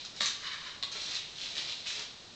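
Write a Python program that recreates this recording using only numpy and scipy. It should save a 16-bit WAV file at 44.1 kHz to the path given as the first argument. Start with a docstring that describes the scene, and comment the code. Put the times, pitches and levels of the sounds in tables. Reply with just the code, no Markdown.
"""Cling wrap and a plastic tub

In a tiled kitchen, wrap is pulled off a tub with a clatter and a bright rip; the tub slides over the
counter and is set down, then the wrap crackles through several squeezes of one hand. Film is random clicks
ringing small facets, snaps are noise bursts, knocks are decaying modes and the slide is catching slips.
Near reflections and a short tail surround them; a small microphone peaks near 4 kHz over steady hiss."""
import sys
import numpy as np
from scipy import signal
from scipy.io import wavfile

SR = 44100
rng = np.random.default_rng(int(sys.argv[2]) if len(sys.argv) > 2 else 0)


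def wrap_up_sound(samples):
    """Save the sound to the file named by the first command line argument, as 16-bit audio."""
    columns = np.atleast_2d(samples).T
    # keep every value between -1 and 1, then stretch to whole-number steps
    tamed = np.clip(columns, -1, 1)
    steps = np.round(tamed * 32767).astype(np.int16)
    wavfile.write(sys.argv[1], SR, steps)


N = 103635
TIME = np.arange(N) / SR
BINS = np.fft.rfftfreq(4096, 1 / SR)  # frequency grid of the filters, Hz
EDGE_HZ = 9100  # top of the audible band
CREASES_PER_S, CREASE_SPREAD_DB, CREASE_CYCLES = 3600, 4, 1.0
CLUMP_DB, CLUMP_S = 1.5, .005


def amp(db):
    """Decibels to gain."""
    return 10 ** (np.asarray(db) / 20)


def unit(x):
    """Scales to rms 1."""
    return x / np.sqrt(np.mean(x ** 2) + 1e-20)


def read(points, hz):
    """Reads a table on a log-frequency axis."""
    f, value = np.transpose(points)
    return np.interp(np.log(hz + 1), np.log(f), value)


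def level(points):
    """Gain over time from a level curve."""
    t, db = np.transpose(points)
    return amp(np.interp(TIME, t, db))


def add(mix, start_s, sound):
    """Mixes a sound in at a time."""
    part = mix[max(round(start_s * SR), 0):][:len(sound)]
    part += sound[:len(part)]


def causal(db):
    """Minimum-phase impulse response of a gain curve."""
    mirrored = np.concatenate([db, db[-2:0:-1]])
    log_gain = np.log(amp(mirrored))
    spectrum = np.exp(np.conj(signal.hilbert(log_gain)))
    return np.fft.ifft(spectrum).real[:len(db)]


def colour(x, points):
    """Filters by a spectrum, keeping the power of the audible band."""
    db = read(points, BINS)
    power = np.mean(amp(db) ** 2 * (BINS < EDGE_HZ))
    return signal.oaconvolve(x, causal(db) / np.sqrt(power))[:N]


def clicks(per_s, spread_db):
    """Random clicks of either sign, many small and a few large."""
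    size = amp(spread_db * np.minimum(rng.exponential(1, N), 4.0))
    sign = rng.choice([-1, 1], N)
    present = rng.random(N) < per_s / SR
    return size * sign * present


def clumps():
    """Quick random surges and dips, as contacts give way in groups."""
    knots = np.arange(N) * CLUMP_S
    return amp(CLUMP_DB * np.interp(TIME, knots, rng.standard_normal(N)))


def burst(length_s):
    """Noise with a sharp front and an exponential decay, energy 1."""
    t = TIME[:SR // 10]
    x = rng.standard_normal(len(t)) * np.exp(-t / length_s)
    return x / np.linalg.norm(x)


# Steady hiss under the take: pitch_hz, density_db (relative power per Hz)
HISS_COLOUR = [(20, -2.5), (60, -2), (140, 1.5), (300, -2.5), (600, -3), (1100, -6), (2100, -8), (3400, -4),
               (4200, -5.5), (5500, -6.5), (7200, -12), (9000, -15.5)]
HISS_DB = -53.5


def hiss():
    """Steady random noise with a fixed spectrum."""
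    return amp(HISS_DB) * colour(rng.standard_normal(N), HISS_COLOUR)


# How hard the wrap is worked: time_s, level_db (before the scene's balance)
CRUMPLE = [(0, -45), (.045, -50.5), (.085, -52), (.11, -62), (.155, -53), (.17, -42), (.2, -46), (.3, -41),
           (.36, -48.5), (.91, -66), (.935, -41), (.96, -41.5), (1.01, -38.5), (1.08, -39), (1.165, -36),
           (1.2, -48.5), (1.34, -52), (1.39, -41), (1.44, -38.5), (1.465, -41.5), (1.545, -44), (1.57, -36),
           (1.665, -42), (1.705, -40.5), (1.735, -43.5), (1.845, -51.5), (1.873, -34), (1.95, -39),
           (2.015, -39.5), (2.05, -49), (2.11, -57), (2.35, -89)]
# Spectrum of the crackling film: pitch_hz, density_db (relative power per Hz)
FILM_COLOUR = [(100, -35), (600, -28.5), (1200, -16), (2000, -7), (2800, -2), (3400, 0), (4400, -2.5),
               (5500, -3), (7000, -9.5), (8000, -14), (9000, -15.5)]


def crinkle(count=24):
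    """Creases buckle at random, each ringing a facet of film for a cycle or two."""
    t, out = TIME[:SR // 100], np.zeros(N)
    for hz in np.linspace(700, 10000, count):
        facet = np.exp(-t * hz / CREASE_CYCLES) * np.cos(2 * np.pi * hz * t)
        facet /= np.linalg.norm(facet)
        buckles = clicks(CREASES_PER_S / count, CREASE_SPREAD_DB)
        out += signal.oaconvolve(buckles, facet)[:N]
    return unit(colour(out * clumps(), FILM_COLOUR)) * level(CRUMPLE)


# Single folds of film snapping: start_s, strength_db (relative), decay_s (time constant)
SNAPS = [(0.049, -10.5, 0.0057), (.1635, -15, .003), (0.2282, 0.5, 0.015), (0.2583, 2.5, 0.0013),
         (.2625, 1, 0.0089), (0.2661, -2, 0.016), (0.283, -6.5, 0.0025), (0.917, -8.5, 0.0054),
         (0.9235, -8, 0.0063), (1.116, -22, .0006), (1.148, -11, 0.00038), (1.175, -17, 0.00077),
         (1.3029, -27, .0005), (1.864, -12, 0.00031), (1.887, -16, .002), (1.995, -8, .0006)]
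# Spectrum of the snaps: pitch_hz, density_db (relative power per Hz)
SNAP_COLOUR = [(100, -28.5), (700, -13.5), (1500, -3.5), (2400, -3.5), (3300, -3), (4500, 1), (5900, 1.5),
               (7200, -1.5), (8000, -10.5), (9000, -11.5)]


def snaps():
    """Larger folds let go in short bright bursts."""
    out = np.zeros(N)
    for start_s, strength_db, decay_s in SNAPS:
        add(out, start_s, amp(strength_db) * burst(decay_s))
    return amp(-7) * colour(out, SNAP_COLOUR)


CONTACT_S = 0.0013  # the soft plastic takes this long to ring up


def ring(modes):
    """Decaying modes after one blow."""
    t = TIME[:SR // 8]
    waves = np.zeros(len(t))
    for hz, db, t60 in modes:
        decay = np.exp(-np.log(1000) * t / t60)
        waves += amp(db) * decay * np.sin(2 * np.pi * hz * t)
    return waves * np.minimum(t / CONTACT_S, 1)


# Knocks of the tub, levels relative: start_s, strength_db, thud_db, tick_db, tick_treble_db
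KNOCKS = [(0.2047, -14, -2, 4.5, -1.5), (.2070, 4, 3.5, -3, 1), (0.2167, 0.5, -8.5, -4, 8),
          (.22, -5.5, -5, 2.5, 3.5), (0.236, -2.5, -5.5, -6, -4), (0.2489, -8.5, -5, 4, 3.5),
          (.469, -11, -8, 0, -6), (0.473, -14.5, -12, -10, -3), (0.8267, -10, -22, 7, -4.5),
          (0.8339, -3, -5, 1.5, -4.5)]
# Modes of the tub's thud: pitch_hz, level_db (relative), t60_s
THUD_MODES = [(217, -32.5, 0.038), (542, -28, 0.018), (1827, -25.5, .02), (1948, -20, .015)]
# Brighter modes rung by each knock, strongest near 3.7 kHz: pitch_hz, level_db (relative), t60_s
BRIGHT_MODES = [(1157, -25, 0.057), (1250, -35, .04), (2100, -34, 0.034), (3200, -28, .01), (3747, -9, 0.01),
                (4180, -24.5, 0.013)]
# Spectrum of the contact ticks: pitch_hz, density_db (relative power per Hz)
TICK_COLOUR = [(100, -19.5), (700, -13), (1200, -6.5), (2000, -4.5), (2600, -9.5), (3400, 1.5), (4500, 1.5),
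               (5800, -7), (7200, -9.5), (9000, -14.5)]
TICK_S, TICK_DB = 0.0031, -5.5  # decay time constant, level offset
TREBLE_HZ = 5300  # softer contacts lose what lies above this


def knocks():
    """Each knock rings bright modes and the tub's base, and adds a contact tick, hard or soft."""
    body, ticks = np.zeros(N), np.zeros(N)
    treble = 1 / (1 + (TREBLE_HZ / (BINS + 1)) ** 10)
    for start_s, strength_db, thud_db, tick_db, treble_db in KNOCKS:
        blow = ring(BRIGHT_MODES) + amp(thud_db) * ring(THUD_MODES)
        add(body, start_s, amp(strength_db) * blow)
        tick = signal.fftconvolve(burst(TICK_S), causal(treble_db * treble))
        add(ticks, start_s, amp(strength_db + tick_db + TICK_DB) * tick)
    return amp(-9.5) * body + amp(-1.5) * colour(ticks, TICK_COLOUR)


# The tub scraping over the counter: time_s, level_db (before the scene's balance)
SLIDE = [(.39, -60), (.43, -40.5), (.475, -37), (.49, -40), (.525, -38), (.58, -45.5), (.62, -43),
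         (.675, -42), (.72, -50), (.76, -52), (.8, -80.5)]
# Spectrum of the scrape: pitch_hz, density_db (relative power per Hz)
SCRAPE_COLOUR = [(100, -27), (850, -25.5), (1010, 3), (1400, -2.5), (1750, 3.5), (2200, 0.5), (2750, -7.5),
                 (3000, 6), (3350, -10), (3780, 1.5), (4100, -5.5), (5000, -6), (7000, -15), (9000, -27)]
# Spectrum of the counter under the sliding tub: pitch_hz, density_db (relative power per Hz)
RUMBLE_COLOUR = [(20, -5.5), (50, -1.5), (120, -3), (400, -33.5)]
RUMBLE_DB = -25.5  # relative to the scrape
SLIPS_PER_S, SLIP_SPREAD_DB = 4000, 3.5


def slide():
    """The tub's base catches and slips on the grain of the counter, which rumbles faintly."""
    slips = clicks(SLIPS_PER_S, SLIP_SPREAD_DB) * clumps()
    scrape = unit(colour(slips, SCRAPE_COLOUR))
    rumble = amp(RUMBLE_DB) * unit(colour(slips, RUMBLE_COLOUR))
    return (scrape + rumble) * level(SLIDE)


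# Rustle of the wad against the palm: time_s, level_db
PALM = [(.9, -80), (.955, -47), (1.03, -61), (1.09, -50.5), (1.15, -49), (1.22, -64.5), (1.53, -57.5),
        (1.575, -47.5), (1.64, -52), (1.71, -52.5), (1.8, -81), (1.885, -53), (1.93, -59), (2.005, -45.5),
        (2.06, -78)]
# Spectrum of the dull rustle: pitch_hz, density_db (relative power per Hz)
PALM_COLOUR = [(40, -25.5), (150, -5), (320, -0.5), (600, 1), (1200, -1), (2200, 1.5), (3500, -4.5),
               (6000, -21.5)]


def palm():
    """The wad rubs dully against the hand in random clumped clicks."""
    rubs = clicks(CREASES_PER_S, CREASE_SPREAD_DB) * clumps()
    return unit(colour(rubs, PALM_COLOUR)) * level(PALM)


# Reverberation time of the kitchen: pitch_hz, t60_s
ROOM_T60 = [(200, 0.25), (1200, 0.46), (4000, 0.48), (8000, 0.37)]


def room_tail():
    """Diffuse reverberation, each band dying at its own speed, energy 1."""
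    size = SR * 3 // 4
    hz, t, bands = signal.stft(rng.standard_normal(size), SR, nperseg=256)
    decay = np.exp(-np.log(1000) * t / read(ROOM_T60, hz)[:, None])
    tail = signal.istft(bands * decay, SR)[1][:size]
    tail *= np.minimum(TIME[:size] / 0.0019, 1)  # builds up over 1.9 ms
    return tail / np.linalg.norm(tail)


# Counter, cupboards and wall tiles, nominal echo delays: delay_s
ECHOES_S = [.0031, .0068, .0097, .0123, .0171]
ROOM_DB, ECHO_DB = -0.5, -6.5  # tail and summed echo energy, relative to the direct sound
MOVE_S = .07  # the reflections change as the hands move


def kitchen(x, count=5):
    """Direct sound, near reflections and a short tail; a cycle of responses crossfades with movement."""
    out = x.copy()
    echo = np.ones(1) * amp(ECHO_DB) / np.sqrt(len(ECHOES_S))
    for k in range(count):
        # distance in steps from this response's turn in the cycle
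        away = abs((TIME / MOVE_S - k + count / 2) % count - count / 2)
        fade = np.cos(np.pi / 2 * np.minimum(away, 1))
        response = amp(ROOM_DB) * room_tail()
        for delay_s in ECHOES_S:
            add(response, delay_s * rng.uniform(.9, 1.1), echo)
        out += signal.fftconvolve(x * fade, response)[:N]
    return out / np.sqrt(1 + amp(ROOM_DB) ** 2 + amp(ECHO_DB) ** 2)


def scene():
    """Wrap and tub in the kitchen, over a quiet steady hiss."""
    background = hiss()
    friction = amp(-2.5) * (crinkle() + slide())
    sources = friction + palm() + snaps() + knocks()
    return (kitchen(sources) + background)[None]


# Falling top of the microphone: pitch_hz, gain_db
MIC_TOP = [(7300, 0), (8000, -4.5), (8500, -13), (9000, -28)]
MIC_HZ, MIC_WIDTH_HZ, MIC_DB = 3972, 510, 7  # presence peak: centre, half-width, height


def record(dry):
    """The microphone's presence peak and falling top, then the band limit."""
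    peak_db = MIC_DB / (1 + ((BINS - MIC_HZ) / MIC_WIDTH_HZ) ** 2)
    response = causal(peak_db + read(MIC_TOP, BINS))
    heard = signal.oaconvolve(dry, response[None])[:, :N]
    band_limit = signal.firwin(701, EDGE_HZ, window=("kaiser", 9), fs=SR)
    return signal.oaconvolve(heard, band_limit[None], "same")


dry = scene()
out = record(dry)
wrap_up_sound(out)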